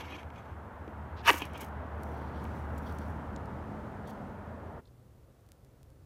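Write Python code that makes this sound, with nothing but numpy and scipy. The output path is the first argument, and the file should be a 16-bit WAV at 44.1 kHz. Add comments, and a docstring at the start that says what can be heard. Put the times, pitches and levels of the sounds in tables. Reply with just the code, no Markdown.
"""Knife and fire-starter rod

On a lawn, a knife spine is set on the rod and driven down it once: it sticks and slips in a chatter,
knocks to a stop and throws sparks. Wood shavings on a stump flare and crackle as the blade stirs them.
A vehicle rumbles by some way off; its noise stops abruptly near the end, leaving quiet air,
a far engine and the ticking of the small fire."""
import sys
import numpy as np
from scipy import signal
from scipy.fft import rfft, irfft
from scipy.io import wavfile
from scipy.ndimage import uniform_filter1d

SR = 44100
rng = np.random.default_rng(int(sys.argv[2]) if len(sys.argv) > 2 else 0)


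def bounce(signal):
    """Save signal as a 16-bit WAV file at the path given by the first command-line argument."""
    frames = np.transpose(np.atleast_2d(signal))
    limited = np.clip(frames, -1, 1)
    pcm = np.round(limited * 32767).astype(np.int16)
    wavfile.write(sys.argv[1], SR, pcm)


N = 266805

FULL_FORCE_S = (1.2812, 0.019)  # start and length of the hard push
# Ring of knife and rod pressed hard together: f/Hz, width/Hz, gain/dB
PRESSED_MODES = [(430, 110, -7), (721, 45, -5), (942, 50, 0), (1175, 80, 4), (1530, 130, -2),
                 (1710, 100, 1), (1920, 130, -5), (2290, 130, -1), (2640, 160, -2.5), (2950, 260, -7),
                 (3700, 300, -19), (4400, 400, -21), (5680, 300, -18), (6390, 300, -23)]

def stroke(chatter_hz=945, chatter_db=-20.5, grind_db=-19.5, tail_db=-33):
    """The spine grinds off metal as the force builds; at full force it sticks and slips in a chatter."""
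    push = swells([(*FULL_FORCE_S, grind_db)], rise_db_per_s=820.5, fall_db_per_s=2502)
    let_up = swells([(*FULL_FORCE_S, tail_db)], rise_db_per_s=898, fall_db_per_s=189)
    chatter_gain = swells([(*FULL_FORCE_S, chatter_db)], rise_db_per_s=9000, fall_db_per_s=4498.5)
    # each slip lands a little early or late, with a strength of its own
    slip_count = np.floor(chatter_hz * np.arange(N) / SR + .14 * drift(1000))
    slips = np.diff(slip_count, prepend=0) * from_db(2.5 * drift(1000))
    chatter = evened(resonate(-slips, PRESSED_MODES))
    grind = evened(resonate(grains(per_s=5900, spread_db=3.5), PRESSED_MODES))
    return np.hypot(push, let_up) * grind + chatter_gain * chatter


# The knife's dead stop at the foot of the rod: t/s, peak/dB
STOP = [(1.3038, -7)]
# Its brief ring: f/Hz, relative level/dB, t60/s
STOP_MODES = [(850, -6.5, 0.036), (1350, -14.5, .008), (2000, 3, 0.0086), (2800, 2, 0.0084)]
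# The rod's foot thumping the stump: t/s, peak/dB
THUMPS = [(.8745, -40), (.917, -47), (1.3035, -25), (1.3415, -39)]

def knocks(start_hz=720, end_hz=263, glide_s=0.0046, thump_t60_s=0.03):
    """A dry crack at the stop, and thumps that drop in pitch as the higher bending waves arrive first."""
    t = np.arange(SR // 5) / SR
    ring = sum(from_db(db - 60 * t / t60) * np.sin(2 * np.pi * hz * t) for hz, db, t60 in STOP_MODES)
    crack = cut(ring, 400, "high")
    thump_hz = end_hz + (start_hz - end_hz) * np.exp(-t / glide_s)
    thump = np.sin(2 * np.pi * np.cumsum(thump_hz) / SR) * t * from_db(-60 * t / thump_t60_s)
    return sum(signal.fftconvolve(clicks(hits), blow / np.abs(blow).max())[:N]
               for hits, blow in [(STOP, crack), (THUMPS, thump)])


# The edge digs in, first lightly, then for the stroke: t/s, length/s, level/dB
BITES = [(1.174, 0.041, -59.5), (1.259, .02, -39.5)]

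def bite():
    """A short, thin scratch as the edge of the spine bites into the rod."""
    grit = cut(grains(per_s=3300, spread_db=3.5), 2600, "high")
    scratch = rms_one(cut(grit, 4000, "low", order=4))
    return swells(BITES, rise_db_per_s=1600.5, fall_db_per_s=2199.5) * scratch


# Ring of the lightly held blade: f/Hz, width/Hz, gain/dB
BLADE_MODES = [(292, 55, 9), (1000, 195, 2), (1720, 130, -5), (2236, 147, 0), (2510, 94, -2.5),
               (2766, 190, -7), (3190, 230, -6.5), (3380, 150, -7.5), (3900, 250, -14.5), (4370, 270, -19),
               (5550, 400, -20), (6220, 220, -17), (8000, 1200, -32.5), (10100, 400, -28),
               (12500, 220, -23)]
# Light rubs of the spine on the rod: t/s, length/s, level/dB
RUBS = [(0, 0.011, -43.5), (.035, 0.047, -51.5), (.115, 0.042, -46), (.175, 0.029, -52), (.36, .025, -57.5),
        (.43, 0.084, -65), (1.412, 0.037, -47), (1.545, 0.025, -50), (1.605, 0.024, -48.5)]
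# The spine catching on the rod: t/s, peak/dB
CATCHES = [(.2315, -42), (.3028, -43), (.3602, -46), (.8785, -44.5), (1.3415, -24.5), (1.4198, -24.5),
           (2.452, -41)]

def slide():
    """Rubs and catches ring the blade; the moving contact favours now one mode, now another."""
    friction = cut(grains(per_s=6000, spread_db=3.0), 450, "high", order=1)
    rub = evened(sum((-1) ** k * resonate(friction, [mode]) * from_db(1.7 * drift(70))
                     for k, mode in enumerate(BLADE_MODES)))
    pressure = swells(RUBS, rise_db_per_s=420.5, fall_db_per_s=367) * from_db(1.3 * drift(120))
    ring_peak = np.abs(resonate(clicks([(0, 0.0081)]), BLADE_MODES)).max()
    return pressure * rub + resonate(clicks(CATCHES), BLADE_MODES) / ring_peak


# Squeaks of the sliding spine: t/s, length/s, level/dB
SQUEAKS = [(.128, .018, -49), (.185, 0.01, -57), (1.402, .005, -48), (1.4215, .002, -34.5),
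           (1.44, .003, -48), (1.553, 0.0052, -52)]

def squeak(low_hz=2400, high_hz=3300):
    """For a few milliseconds friction feeds only the blade's middle modes and narrows their ring."""
    modes = [mode for mode in BLADE_MODES if low_hz < mode[0] < high_hz]
    friction = grains(per_s=11000, spread_db=1.0)
    ring = evened(resonate(resonate(friction, modes), modes))
    return swells(SQUEAKS, rise_db_per_s=2200, fall_db_per_s=1500) * ring


# Spark showers after the stroke: t/s, length/s, level/dB
LATE_SHOWERS = [(1.368, .003, -51), (1.381, .006, -50), (1.606, 0.0052, -48.5), (1.64, 0.0048, -61),
                (4.075, 0.024, -65.5)]
# Steel rung by burning specks at its edge: f/Hz, width/Hz, gain/dB
SPARK_RING_MODES = [(6500, 180, 1.5), (12500, 700, 0.5)]

def sparks(stroke_db=-40.5):
    """Burning specks of metal spray off in showers of dense, bright grains."""
    crackle = grains(per_s=3200, spread_db=4.8)
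    ring = sum(resonate(crackle, [mode]) for mode in SPARK_RING_MODES)
    spray = rms_one(cut(cut(crackle + ring, 4600, "high"), 14500, "low"))
    struck = swells([(*FULL_FORCE_S, stroke_db)], rise_db_per_s=749.5, fall_db_per_s=190.5)
    late = swells(LATE_SHOWERS, rise_db_per_s=3500, fall_db_per_s=396)
    return np.hypot(struck, late) * from_db(2.2 * drift(150)) * spray


# Single sparks and snapping shavings: t/s, relative level/dB, t60/s, high cut/Hz
SNAPS = [(1.316, -39, 0.0055, 14960), (1.452, -47, 0.023, 15000), (1.534, -50, 0.012, 12000),
         (1.5755, -48.5, 0.027, 15000), (2.033, -45.5, 0.014, 14000), (2.4405, -49.5, 0.011, 15000),
         (2.7788, -53.5, 0.044, 14000), (2.923, -55, .02, 15000), (2.985, -47, .015, 13000),
         (3.362, -41.5, .0076, 7480), (3.456, -55, 0.014, 11000), (4.073, -56, .02, 11000)]

def snaps(low_hz=3000, attack_s=.00075, trim_db=1.5):
    """A spark or a shaving pops: a bright burst that dies in milliseconds."""
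    t = np.arange(SR // 10) / SR
    out = np.zeros(N)
    for s, db, t60, high_hz in SNAPS:
        hiss = cut(rng.standard_normal(len(t)), low_hz, "high", order=4)
        burst = rms_one(cut(hiss, high_hz, "low", order=4))
        envelope = from_db(db + trim_db - 60 * t / t60) * (1 - np.exp(-t / attack_s))
        at = round(s * SR)
        out[at:at + len(t)] += envelope * burst
    return out


# The shavings catch and flare: t/s, length/s, level/dB
FLARES = [(2.05, .05, -72.5), (2.42, 0.39, -77.5), (2.86, 0.075, -70)]
# Tone of their sizzle: f/Hz, width/Hz, gain/dB
SIZZLE_MODES = [(5600, 800, 2.5), (10500, 4200, -2), (14900, 1300, 0)]

def flame():
    """The shavings sizzle each time they flare, and settle slowly."""
    sizzle = rms_one(resonate(grains(per_s=2700, spread_db=2.5), SIZZLE_MODES))
    return swells(FLARES, rise_db_per_s=132, fall_db_per_s=47) * from_db(2.2 * drift(45)) * sizzle


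# The blade brushes the shavings: t/s, length/s, level/dB
BRUSHES = [(2.14, 0.21, -73.5), (2.36, 0.051, -69), (2.87, 0.025, -65), (2.99, .04, -67.5),
           (4.08, 0.0061, -63)]
# Tone of their rustle: f/Hz, width/Hz, gain/dB
RUSTLE_MODES = [(3270, 270, 4.5), (4540, 600, -1.5), (5800, 230, -4.5), (9560, 3500, -26)]

def rustle():
    """Dry curls of wood catch on the steel in tiny grains."""
    envelope = swells(BRUSHES, rise_db_per_s=480, fall_db_per_s=350) * from_db(1.54 * drift(100))
    return envelope * rms_one(resonate(grains(per_s=2900, spread_db=3.5), RUSTLE_MODES))


# Ticks of the small fire: t/s, relative level/dB
TICKS = [(5.4091, -59), (5.4645, -56), (5.4895, -49.5), (5.519, -39.5), (5.6483, -51), (5.831, -46.5),
         (5.9035, -53)]

def fire_ticks():
    """Single dry ticks from the burning shavings."""
    return from_db(8.5) * cut(cut(clicks(TICKS), 1510, "high", order=1), 12000, "low")


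# EQ curves of the vehicle's noise layers: f/Hz, relative level/dB
BOOM_EQ = [(20, -39.5), (32, -26.5), (45, -14.5), (65, -2.5), (88, 4.5), (110, -4.5), (150, -25.5)]
THROB_EQ = [(25, -30.5), (42, -1), (50, -0.5), (60, -2.5), (80, -19)]
RUMBLE_EQ = [(70, -9.5), (110, 4), (135, 1), (165, -1), (190, -2.5), (270, -3), (340, -7.5), (500, -13),
             (900, -41)]
ROAR_EQ = [(200, -10.5), (350, -6), (450, -0.5), (530, -2), (620, 1.5), (780, -3.5), (1000, -10),
           (1500, -22), (2500, -36)]
TYRE_EQ = [(200, -12.5), (420, -7), (600, -7), (750, -2.5), (900, 2.5), (1100, -3), (1400, -4), (1800, -10),
           (2400, -20.5), (3300, -28), (5000, -43.5), (9000, -63.5)]
# A deep throb sets in as it goes by: t/s, length/s, level/dB
THROB = [(2.8, .5, -55)]
# Engine surges, a hollow drone and a roar: t/s, length/s, drone level/dB, roar level/dB
SURGES = [(2.001, 0.25, -62, -50.5), (2.442, 0.13, -46, -64), (3.72, 0.17, -52, -54),
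          (4.15, 0.12, -52, -51), (4.623, 0.2, -59, -51)]

def vehicle(ease_s=4.12, end_s=4.803, fade_s=.016, drone_hz=213.7, drone_width_hz=15.6):
    """Engine, body and tyre noise swell in a pass-by, recede a little and stop all at once."""
    t = np.arange(N) / SR
    eased = np.exp(-((t - ease_s) / 0.34) ** 2)  # the driver eases off: boom and exhaust sag
    drone_surge = swells([(s, length, db) for s, length, db, _ in SURGES],
                         rise_db_per_s=43, fall_db_per_s=97)
    roar_surge = swells([(s, length, db) for s, length, _, db in SURGES],
                        rise_db_per_s=25, fall_db_per_s=54)
    boom = passing(at_s=3.1, db=-48, half_power_s=2.1) * from_db(-3.5 * eased) * noise(BOOM_EQ)
    throb = swells(THROB, rise_db_per_s=44.5, fall_db_per_s=5.5) * noise(THROB_EQ)
    rumble = passing(at_s=3.06, db=-43.5, half_power_s=0.81) * noise(RUMBLE_EQ)
    roar = np.hypot(passing(at_s=2.85, db=-50.5, half_power_s=1.55), roar_surge) * noise(ROAR_EQ)
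    hollow = rms_one(resonate(rng.standard_normal(N), [(drone_hz, drone_width_hz, 0)]))
    drone = np.hypot(passing(at_s=3.35, db=-50, half_power_s=.85), drone_surge) * hollow
    tyres = passing(at_s=2.5, db=-47, half_power_s=1.37) * noise(TYRE_EQ)
    gate = np.clip((end_s - t) / fade_s + .5, 0, 1)
    return gate * (exhaust(throttle_db=-15 * eased) + boom + throb + rumble + roar + drone + tyres)


# Pitch curve of the exhaust note: t/s, f/Hz
EXHAUST_PITCH = [(0, 79), (.4, 75.17), (2.3, 74.67), (3.5, 76.26), (4.5, 81.3)]

def exhaust(throttle_db):
    """The firing note swells as the vehicle nears; its level follows the throttle."""
    hz, = in_time(EXHAUST_PITCH)
    return passing(at_s=2.67, db=-41, half_power_s=.68) * engine(hz, throttle_db, waver_hz=.7)


# Pitch and level curves of the far engine: t/s, f/Hz, level/dB
FAR_ENGINE = [(4.8, 119, -85.5), (4.88, 120.6, -58.5), (5.15, 121.7, -65), (5.35, 126, -72.5),
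              (5.7, 129.1, -63), (6.05, 136.2, -63.5)]

def far_engine():
    """A distant hum climbs in pitch as an engine gathers speed."""
    return engine(*in_time(FAR_ENGINE), waver_hz=.8)


# High chirps in the background: t/s, length/s, level/dB
CHIRPS = [(4.855, .003, -69), (4.874, .003, -69.5)]

def chirps(hz=3950, width_hz=1500):
    """Two faint blips of band-passed noise."""
    band = [(hz, width_hz, 0)]
    hiss = rms_one(resonate(resonate(rng.standard_normal(N), band), band))
    return swells(CHIRPS, rise_db_per_s=4000, fall_db_per_s=2500) * hiss


# EQ curve of the outdoor air: f/Hz, relative level/dB
AIR_EQ = [(18, -30), (35, -7), (65, 0.5), (100, -1), (160, -9.5), (300, -13.5), (520, -15), (800, -23),
          (1300, -27.5), (2400, -36.5), (5000, -40), (9000, -41.5), (15500, -41.5)]

def air(db=-58.5):
    """A quiet, steady bed of low rumble and faint hiss."""
    return from_db(db) * noise(AIR_EQ)


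def engine(hz, db, waver_hz, flutter_db=0.5, octave_db=-19):
    """A wavering firing note with a weak octave."""
    phase = 2 * np.pi * np.cumsum(hz + waver_hz * drift(12)) / SR
    tone = np.sqrt(2) * (np.sin(phase) + from_db(octave_db) * np.sin(2 * phase))
    return from_db(db + flutter_db * drift(32)) * tone


def passing(at_s, db, half_power_s):
    """Gain of a pass-by on a straight road: one over the distance, peaking at `at_s`."""
    return from_db(db) / np.hypot(1, (np.arange(N) / SR - at_s) / half_power_s)


def swells(rows, rise_db_per_s, fall_db_per_s):
    """Envelope of (t/s, length/s, level/dB) rows: each rises until t, holds and fades; powers add."""
    t = np.arange(N) / SR
    power = 0
    for s, length, db in rows:
        attack_db = rise_db_per_s * np.clip(s - t, 0, None)
        release_db = fall_db_per_s * np.clip(t - s - length, 0, None)
        power += from_db(db - attack_db - release_db) ** 2
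    return np.sqrt(power + 1e-18)


def resonate(x, modes):
    """Parallel resonances, alternating in sign."""
    out = 0
    for k, (hz, width, db) in enumerate(modes):
        r = np.exp(-np.pi * width / SR)
        feedback = [1, -2 * r * np.cos(2 * np.pi * hz / SR), r * r]
        gain = (-1) ** k * from_db(db) * (1 - r * r) / 2
        out += gain * signal.lfilter([1, 0, -1], feedback, x + 1e-18)
    return out


def grains(per_s, spread_db):
    """Random tiny fractures of uneven size; rms 1."""
    sizes = from_db(spread_db * np.minimum(rng.exponential(1, N), 4)) * rng.choice([-1, 1], N)
    return rms_one(sizes * (rng.random(N) < per_s / SR))


def clicks(rows):
    """One impulse for each (t/s, level/dB) row."""
    out = np.zeros(N)
    for s, db in rows:
        out[round(s * SR)] += from_db(db)
    return out


def noise(eq):
    """Steady noise shaped by an EQ curve; rms 1."""
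    hz, db = np.transpose(eq)
    log_hz = np.log(np.fft.rfftfreq(N, 1 / SR) + 1)
    gain = from_db(np.interp(log_hz, np.log(hz), db, -200, -200))
    return rms_one(irfft(rfft(rng.standard_normal(N)) * gain, N))


def drift(rate):
    """Random modulation with about `rate` turns a second; rms 1."""
    return rms_one(np.interp(np.arange(N) / SR * rate, np.arange(N), rng.standard_normal(N)))


def in_time(rows):
    """Each column of an automation curve, at every sample."""
    s, *columns = np.transpose(sorted(rows))
    return [np.interp(np.arange(N) / SR, s, c) for c in columns]


def cut(x, hz, kind, order=2):
    """Butterworth low- or high-pass."""
    return signal.sosfilt(signal.butter(order, hz, kind, fs=SR, output="sos"), x + 1e-18)


def evened(x):
    """Hold the rms near 1 over every few milliseconds."""
    return x / np.sqrt(np.abs(uniform_filter1d(x * x, size=300)) + 1e-3 * np.mean(x * x))


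def rms_one(x):
    """Scale to unit rms."""
    return x / np.sqrt(np.mean(x ** 2) + 1e-20)


def from_db(db):
    """Decibels to gain."""
    return 10 ** (np.asarray(db) / 20)


def scene():
    """Knife and fire up close, with faint dull echoes, over the outdoor background."""
    close = bite() + stroke() + slide() + squeak() + knocks() + sparks() + snaps() + flame() + rustle()
    dull = cut(close, 3500, "low")
    echoes = sum(from_db(db) * np.pad(dull, (round(delay_s * SR), 0))[:N]
                 for delay_s, db in [(.021, -26.5), (.046, -25), (.078, -25.5)])
    ambience = air() + far_engine() + chirps()
    return (close + echoes + fire_ticks() + vehicle() + ambience)[None]


def record(dry, cutoff_hz=15800):
    """A steep high cut on the whole mix."""
    return signal.sosfilt(signal.ellip(12, .1, 80, cutoff_hz, fs=SR, output="sos"), dry)


dry = scene()
out = record(dry)
bounce(out)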